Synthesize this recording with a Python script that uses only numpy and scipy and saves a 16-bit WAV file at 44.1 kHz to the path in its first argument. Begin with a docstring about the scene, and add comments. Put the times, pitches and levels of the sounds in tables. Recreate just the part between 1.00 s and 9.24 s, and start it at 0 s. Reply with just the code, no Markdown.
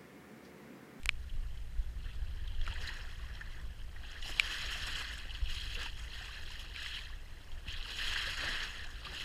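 """Drops tick sharply on a waterproof case over a rumble of wind; then a bow wave starts to surge.
An inflatable boat is running over calm water, heard from inside the case, low beside the hull.
Each wave breaks in ringing bubbles, spray and foam, with wavelets slapping and air pockets gulping.
The case's narrow resonances colour the waves and slaps; an engine hums behind the wash of the wake."""
import sys
import numpy as np
from scipy import signal
from scipy.fft import rfft, irfft
from scipy.io import wavfile
from scipy.ndimage import uniform_filter1d

SR = 44100
rng = np.random.default_rng(int(sys.argv[2]) if len(sys.argv) > 2 else 0)


def output_pcm(signal):
    """Save a mono or channel-first signal as 16-bit PCM at the path in sys.argv[1].

    Samples are clipped to [-1, 1] before scaling.
    """
    pcm = np.clip(np.atleast_2d(signal).T, -1, 1) * 32767
    wavfile.write(sys.argv[1], SR, np.round(pcm).astype(np.int16))


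N = 363384
TIME = np.arange(N) / SR

# Waves breaking from the bow. Each row: crest, rise and hold in seconds, fade in dB per second,
# then rush level, tilt toward small bubbles, extra spray and extra deep churn, all in dB.
BOW_WAVES = [(1.068, 0.12, .04, 34.5, -59, -3, -18, 1), (1.45, 0.29, .15, 40, -59.5, -3.5, -17, 1),
             (1.68, .09, .1, 70, -50.5, -0.5, -4, 5.5), (1.85, .08, .05, 50, -46, -8.5, 2.5, 0.5),
             (2.33, .28, 0.22, 105.5, -55.5, -14, -4, 3.5), (3.091, .2, .12, 60, -53.5, -1, -3, 1.5),
             (3.29, .11, .08, 70, -48, 5, 7, 5), (3.47, .17, .54, 47, -41.5, -3, 2.5, -2.3),
             (4.36, .08, .03, 60, -53, 3, -2, -3), (4.53, .12, .19, 70, -48, 11, 4, -6),
             (4.81, .1, .04, 230, -44, -16, 0.5, -1), (5, .07, .03, 80, -52.5, -11, 4.5, -2),
             (5.16, .12, .15, 30, -50, 2.5, 1, -3), (5.51, .08, .05, 45, -51, 3, 2, -6),
             (5.8, .1, .18, 110, -45.5, 3.5, -0.7, -20), (6.72, .08, .04, 80, -47.5, 8, -3.5, -16),
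             (6.93, .14, .06, 60, -47, 11, 5.5, 0), (7.07, .16, .49, 45, -39, -4.5, .2, -4.5),
             (7.44, .09, .04, 80.5, -48, 5, -11, 11), (8.08, .09, .06, 70, -48.5, 3, -3, 6.5),
             (8.22, .16, .1, 60, -45.5, 7, 5, -8.5)]
# Ripples between waves: opening rush level, small-bubble tilt, extra spray, extra churn, all in dB.
HULL_RIPPLES = (-67, -4.5, 2, 11)
# The tone of breaking water. Each row: frequency in Hz, relative level in dB.
WATER_EQ = [(60, -11), (130, 1.5), (250, -8.5), (500, -11.5), (800, -12), (1600, -2), (3000, 1),
            (5000, -10), (8000, -22.5), (11000, -31), (15000, -32.5)]
# The case's peaks and notches. Each row: centre in Hz, half width in Hz, gain in dB.
CASE_EQ = [(1727, 240, 5), (2275, 171, -8.5), (2910, 240, 2), (3280, 170, 3.5), (3610, 193, -5),
           (4093, 163, 4.5), (5340, 370, 1.5), (6020, 240, -8.5), (6653, 370, 4), (7200, 190, -2.5),
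           (7830, 330, 2.5), (9100, 560, 0), (10710, 870, 6.5), (12300, 460, 1)]
# The loudest hull slaps. Each row: start in seconds, peak in dB, bubble pitch in Hz, decay in seconds.
HULL_SLAPS = [(.294, -47.5, 3010, .007), (.573, -48, 2930, 0.0047), (1.476, -43, 3200, .004),
              (1.612, -41, 3370, 0.0054), (1.676, -30, 1320, .0045), (1.723, -39, 3130, 0.007),
              (1.756, -38.5, 1850, 0.0063), (1.873, -34.5, 3950, .008), (1.888, -33, 1970, .005),
              (2.299, -48, 1820, .006), (2.409, -35, 1807, 0.0045), (2.96, -44, 1950, 0.0067),
              (3.033, -48, 1700, .005), (3.158, -45.5, 1670, .004), (3.223, -37.5, 3270, 0.0074),
              (3.293, -41, 600, .0054), (3.952, -31, 3000, .005), (4.252, -45.5, 215, .006),
              (4.305, -35.5, 2920, .006), (4.348, -36, 2960, 0.01), (4.458, -37.5, 2920, .0045),
              (4.754, -29, 2790, .006), (4.856, -33.5, 3130, .004), (5.131, -37.5, 3100, .007),
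              (5.861, -32.5, 1980, 0.006), (5.967, -37.5, 1950, .006), (6.516, -47, 3000, .005),
              (6.664, -45.5, 205, .0055), (6.682, -32.5, 2870, 0.0054), (6.825, -34.5, 3660, .007),
              (7.158, -27, 1920, 0.0053), (8.049, -36.5, 2830, 0.0079)]
# Deep slaps splash wider than bright ones. Each row: bubble pitch in Hz, splash level in dB.
SPLASH_BY_PITCH = [(600, 5), (1300, -3), (1800, -17), (3500, -14.5)]
# The biggest bubbles beside the hull. Each row: start in seconds, relative level in dB, pitch in Hz.
AIR_POCKETS = [(1.728, -49, 877), (1.902, -49, 940), (2.239, -52, 1028), (3.257, -48.5, 806),
               (4.772, -49, 462), (4.861, -43, 900), (5.211, -51, 715), (5.292, -47, 1120),
               (5.504, -50, 966), (6.099, -51, 1080), (6.859, -45, 1267), (7.436, -45.5, 552),
               (8.068, -40, 1150)]
# Drops hitting the case. Each row: start in seconds, peak in dB, tilt in dB per octave, ring factor.
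DROP_HITS = [(0.0332, -39.5, 8, 1.44), (0.058, -21.5, 6.5, 0.28), (0.0915, -10, -2.5, 0.79),
             (1.666, -31, 1.5, 1.42), (3.3974, -6.5, 0, 1.25), (5.762, -27.5, 0, 1.1), (5.99, -34, -1, 1.3)]
# The struck case wall. Each row: frequency in Hz, relative level in dB, base 60 dB decay in seconds.
WALL_MODES = [(1170, -20.5, 0.0062), (2343, -2, 0.0096), (2880, -1, 0.0044), (3860, -8, 0.0046),
              (5270, -18.5, 0.0057), (7530, -18.5, 0.0043), (9800, -24, 0.0047), (12000, -28.5, 0.0021)]
# The tone of wind on the case. Each row: frequency in Hz, relative level in dB.
WIND_EQ = [(1, -50), (6, -11), (12, 1), (25, 1.5), (38, -8), (55, -7), (75, -9.5), (100, -20.5), (135, -31),
           (200, -40), (400, -45), (1500, -108)]
# Gusts. Each row: crest, rise and hold in seconds, fade in dB per second, relative level in dB.
WIND_GUSTS = [(.06, 0.11, 0.24, 9, -39), (1.1, 0.56, 0.57, 20, -38), (4.42, .08, 0.53, 70, -41.5),
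              (5.42, 0.1, .1, 48, -39), (6.5, 0.13, 0.9, 13, -47.5)]
# Single buffets of air. Each row: centre in seconds, peak in dB, frequency in Hz.
WIND_BUFFETS = [(.354, -37, 58.6), (.795, -25, 28.2), (1.07, -36.5, 31.8), (1.226, -30.5, 41),
                (1.618, -26.5, 21.3), (1.705, -29, 41.3), (4.431, -27.5, 31.5), (4.574, -35, 43.4),
                (4.755, -30.5, 27.6), (6.689, -34.5, 49.5)]
# The engine's run. Each row: time in seconds, firing rate in Hz, base level in dB.
ENGINE_RUN = [(0, 53.6, -68), (.65, 53.3, -61.5), (1.25, 53.4, -66.5), (1.8, 54.3, -66.5),
              (2.3, 54.2, -63.5), (2.7, 53.8, -61.5), (3.1, 53.5, -72), (5, 53.4, -66), (6.4, 53.3, -76.5),
              (8.24, 53.5, -69)]
# The hum's harmonics. Each row: multiple of the firing rate, offset from the base level in dB.
HUM_HARMONICS = [(1, 13.5), (2, -0.5), (3, -4), (4, -14.5), (5, -29), (6, -27), (7, -24), (9, -21)]
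# The tone of the wake. Each row: frequency in Hz, relative level in dB.
WAKE_EQ = [(30, -4), (120, 1), (200, -5.5), (300, -9), (500, -11.5), (1000, -14.5), (2300, -13.5),
           (4000, -20), (8000, -24), (15000, -28)]
# Where small bubbles, spray and churn sit. Each row: frequency in Hz, share of that boost applied.
SMALL_BAND = [(800, -0.0044), (1400, -0.27), (2050, -0.18), (2600, 0.3), (4200, 0.33), (5500, -0.007),
              (9000, 0.13), (14000, 0.2)]
SPRAY_BAND = [(4200, 0.058), (5600, 0.85)]
CHURN_BAND = [(750, 1.0), (1350, 0.071)]


def bow_wave(level_db=-0.5, foam_db=-3, spatter_db=-10, flutter_db=0.6, cloud_db=1.37):
    """Bubbles, spray and hissing foam swell together, their mix shifting as each wave breaks."""
    rush_db = np.interp(TIME, TIME[::64], surge(TIME[::64])[0])
    water = bubbles(rush_db) + amp(spatter_db) * spatter() + amp(foam_db) * rng.standard_normal(N)
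    water = resonate(unit(water), lambda hz: spectrum(WATER_EQ, hz) + case_db(hz))
    hz, t, bands = signal.stft(water, SR, nperseg=512, noverlap=384)
    _, small_db, spray_db, churn_db = surge(t)
    spray_db += 2.5 * np.interp(t, TIME, wander(41))  # the high hiss flickers quickly at random
    small_db += 1.5 * np.interp(t, TIME, wander(9.2))  # the bubble size sways
    moving_eq_db = (np.outer(spectrum(SMALL_BAND, hz), small_db)
                    + np.outer(spectrum(SPRAY_BAND, hz), spray_db)
                    + np.outer(spectrum(CHURN_BAND, hz), churn_db))
    # clouds of like-sized bubbles come and go
    clouds = uniform_filter1d(rng.standard_normal(bands.shape), size=7, axis=0)
    clouds = unit(uniform_filter1d(clouds, size=12, axis=1))
    bands = bands * amp(moving_eq_db + cloud_db * clouds)
    water = signal.istft(bands, SR, nperseg=512, noverlap=384)[1][:N]
    return water * amp(level_db + rush_db + flutter_db * wander(21.3))


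def surge(t, ripple_growth_db_per_s=0.82):
    """Ripples and waves add in power, each with its own mix: rush, small bubbles, spray, churn in dB."""
    ripples = amp(HULL_RIPPLES[0] + ripple_growth_db_per_s * t)
    waves = [amp(wave[4]) * swell(t, *wave[:4]) for wave in BOW_WAVES]
    power = np.array([ripples] + waves) ** 2
    mixes = amp([HULL_RIPPLES[1:]] + [wave[5:] for wave in BOW_WAVES]) ** 2
    total = power.sum(axis=0)
    return 10 * np.log10([total, *(mixes.T @ power / total)])


def bubbles(rush_db, base_per_s=4400, size_db=3.5, clump_db=2.0, pitches=44):
    """Bubbles of many sizes ring; a stronger surge makes so many that they melt into a rush."""
    crowd = amp(np.maximum(rush_db + 52, -3))
    births = np.cumsum(base_per_s / pitches * crowd * amp(clump_db * wander(35))) / SR
    out = np.zeros(N)
    for hz in np.geomspace(280, 14500, pitches):
        # small bubbles are more numerous and ring for more cycles
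        count = int(births[-1] * (hz / 2000) ** 0.45)
        ping = bubble_ping(hz, cycles=9 * (hz / 2000) ** 0.24, glide=0.032)
        when, luck = rng.random((count, 2)).T
        onsets = np.searchsorted(births, when * births[-1])
        sizes = amp(size_db * np.minimum(-np.log(1 - luck), 4)) / np.sqrt(crowd[onsets])
        triggers = np.bincount(onsets, sizes, N)
        out += np.sqrt(hz) * unit(signal.oaconvolve(triggers, ping)[:N])
    return unit(out)


def bubble_ping(hz, cycles, glide):
    """One bubble: a quick attack, a short ring and a pitch that slides up."""
    turns = np.arange(int(4 * cycles * SR / hz)) * hz / SR
    envelope = np.exp(-2 * turns / cycles) * (1 - np.exp(-3 * turns))
    return envelope * np.sin(2 * np.pi * turns * (1 + glide * turns / cycles))


def spatter(per_s=1500, size_db=3.5):
    """Fine spray falls back as tiny ticks."""
    sizes = amp(size_db * np.minimum(rng.exponential(1, N), 4))
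    return unit((rng.random(N) < per_s / SR) * sizes * rng.choice([-1, 1], N))


def slaps(attack_s=0.00075, stray_decay_s=0.0042, width_octaves=0.24, dull_hz=5500):
    """Each wavelet on the hull traps a burst of bubbles around one pitch, over a wider splash."""
    out, t = np.zeros(N), np.arange(SR // 10) / SR
    wavelets = strays(count=36, over_db=6, spread_db=8, follow=0.75, low_hz=1520, high_hz=3500)
    flecks = strays(count=20, over_db=1, spread_db=4, follow=0.83, low_hz=6000, high_hz=8400)
    stray_slaps = [(*row, stray_decay_s) for row in wavelets + flecks]
    for start, peak_db, pitch_hz, decay_s in HULL_SLAPS + stray_slaps:
        def colour_db(hz):
            """Bubble peak and splash skirt, dulled and heard through the case."""
            octaves = np.log2((hz + 1) / pitch_hz)
            skirt = amp(spectrum(SPLASH_BY_PITCH, pitch_hz)) / (1 + octaves ** 2)
            high_cut_db = 10 * np.log10(1 + (hz / dull_hz) ** 4)
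            return 20 * np.log10(bell(octaves, 0, width_octaves) + skirt) + case_db(hz) - high_cut_db
        envelope = (1 - np.exp(-t / attack_s)) * np.exp(-t / decay_s)
        burst = resonate(rng.standard_normal(len(t)) * envelope, colour_db)
        add(out, start, amp(peak_db) * burst / abs(burst).max())
    return out


def gulps(level_db=3.0):
    """Large pockets of air close and ring one at a time."""
    out = np.zeros(N)
    stray_gulps = strays(count=16, over_db=-5, spread_db=9, follow=0.45, low_hz=522, high_hz=1290)
    for start, db, hz in AIR_POCKETS + stray_gulps:
        add(out, start, amp(db + level_db) * bubble_ping(hz, cycles=11, glide=0.036))
    return out


def strays(count, over_db, spread_db, follow, low_hz, high_hz):
    """Scattered hits that ride the rush. Each row: start in seconds, level in dB, pitch in Hz."""
    when, size, pitch = rng.random((count, 3)).T
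    starts = (np.arange(count) + when) / count * N / SR
    rush_db = surge(starts)[0]
    db = rush_db.mean() + follow * (rush_db - rush_db.mean()) + over_db + spread_db * (size - 0.5)
    return list(zip(starts, db, low_hz * (high_hz / low_hz) ** pitch))


def drops():
    """A drop on the case rings its wall for a few milliseconds: a hard, close tick."""
    out, t = np.zeros(N), np.arange(SR // 20) / SR
    for start, peak_db, tilt_db, ring_factor in DROP_HITS:
        tick = np.zeros(len(t))
        for k, (hz, db, t60) in enumerate(WALL_MODES):
            gain = (-1) ** k * amp(db + tilt_db * np.log2(hz / 2400))
            decay = amp(-60 * t / (t60 * ring_factor))
            tick += gain * decay * np.sin(2 * np.pi * hz * t)
        add(out, start, amp(peak_db) * tick / abs(tick).max())
    return out


def wind(level_db=-2.0, lumps_db=1.5, breeze_db=-41, ease_db_per_s=0.43):
    """Lumpy turbulence rumbles on the case, swelling in gusts over a slowly easing breeze."""
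    breeze_power = amp(breeze_db - ease_db_per_s * TIME) ** 2
    gust_power = sum((amp(db) * swell(TIME, *shape)) ** 2 for *shape, db in WIND_GUSTS)
    out = noise(WIND_EQ) * np.sqrt(breeze_power + gust_power) * amp(level_db + lumps_db * wander(8.5))
    for centre, peak_db, hz in WIND_BUFFETS:
        phase = 2 * np.pi * hz * (TIME - centre)
        out += amp(peak_db) * phase * np.exp((1 - phase ** 2) / 2)  # an eddy pushes and pulls once
    return out


def engine(drift=0.0043, throb_db=3, whine_hz=8520, whine_db=-85.5, whine_jitter=0.0069):
    """Low harmonics of the firing rate throb through the hull, under a faint, thin whine."""
    firing_hz, base_db = curves(ENGINE_RUN, TIME)
    firings = np.cumsum(firing_hz * (1 + drift * wander(5.6))) / SR
    hum = np.zeros(N)
    for multiple, db in HUM_HARMONICS:
        gain = amp(base_db + db + throb_db * wander(11.4))
        hum += gain * np.sin(2 * np.pi * (multiple * firings + rng.random()))
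    whine_turns = np.cumsum(whine_hz * (1 + whine_jitter * wander(60))) / SR
    return np.sqrt(2) * (hum + amp(whine_db) * np.sin(2 * np.pi * whine_turns))


def wake(level_db=-63):
    """The wake lays a soft, even wash under everything."""
    return amp(level_db) * noise(WAKE_EQ)


def case_db(hz):
    """The colour that the case gives to sound passing through it."""
    return sum(db * bell(hz, centre, width) for centre, width, db in CASE_EQ)


def resonate(x, colour_db, size=2048):
    """Minimum-phase EQ from a curve of dB against Hz; white noise keeps its power."""
    log_gain = np.log(amp(colour_db(abs(np.fft.fftfreq(size, 1 / SR)))))
    taps = np.fft.ifft(np.exp(np.conj(signal.hilbert(log_gain)))).real
    return signal.oaconvolve(x, taps / np.linalg.norm(taps))[:len(x)]


def swell(t, crest, rise, hold, fade_db_per_s):
    """The envelope of a wave or gust: it builds to its crest, holds, then drains away."""
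    build = np.sin(np.pi / 2 * np.clip(1 + (t - crest) / rise, 0, 1)) ** 2
    return build * amp(-fade_db_per_s * np.maximum(t - crest - hold, 0))


def noise(eq):
    """Noise of rms 1, shaped by an EQ table."""
    gain = amp(spectrum(eq, np.fft.rfftfreq(N, 1 / SR)))
    return unit(irfft(rfft(rng.standard_normal(N)) * gain, N))


def wander(rate_hz, size=4096):
    """Smooth random modulation of rms 1, moving at up to about rate_hz."""
    t = np.linspace(0, N / SR, size)
    low_pass = bell(np.fft.rfftfreq(size, t[1]), 0, rate_hz)
    return np.interp(TIME, t, unit(irfft(rfft(rng.standard_normal(size)) * low_pass)))


def curves(rows, t):
    """A table's columns as automation curves at the times t."""
    times, *columns = np.transpose(rows)
    return [np.interp(t, times, column) for column in columns]


def spectrum(points, hz):
    """Reads a curve on a log-frequency axis."""
    point_hz, values = np.transpose(points)
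    return np.interp(np.log(hz + 1), np.log(point_hz + 1), values)


def bell(x, centre, width):
    """A smooth bump of height 1."""
    return np.exp(-((x - centre) / width) ** 2)


def amp(db):
    """Decibels to gain."""
    return 10 ** (np.asarray(db) / 20)


def unit(x):
    """Scales to rms 1."""
    return x / np.sqrt(np.mean(x ** 2) + 1e-20)


def add(mix, start_s, sound):
    """Lays a sound into the mix at its cue."""
    part = mix[max(round(start_s * SR), 0):][:len(sound)]
    part += sound[:len(part)]


def scene():
    """Water, engine and wind in one mono mix."""
    return (bow_wave() + slaps() + gulps() + drops() + engine() + wind() + wake())[None]


def record(dry):
    """A steep high cut takes the very top off the mix."""
    high_cut = signal.firwin(511, cutoff=15450, window=("kaiser", 9), fs=SR)
    return signal.oaconvolve(dry, high_cut[None], "same")


dry = scene()
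out = record(dry)
output_pcm(out)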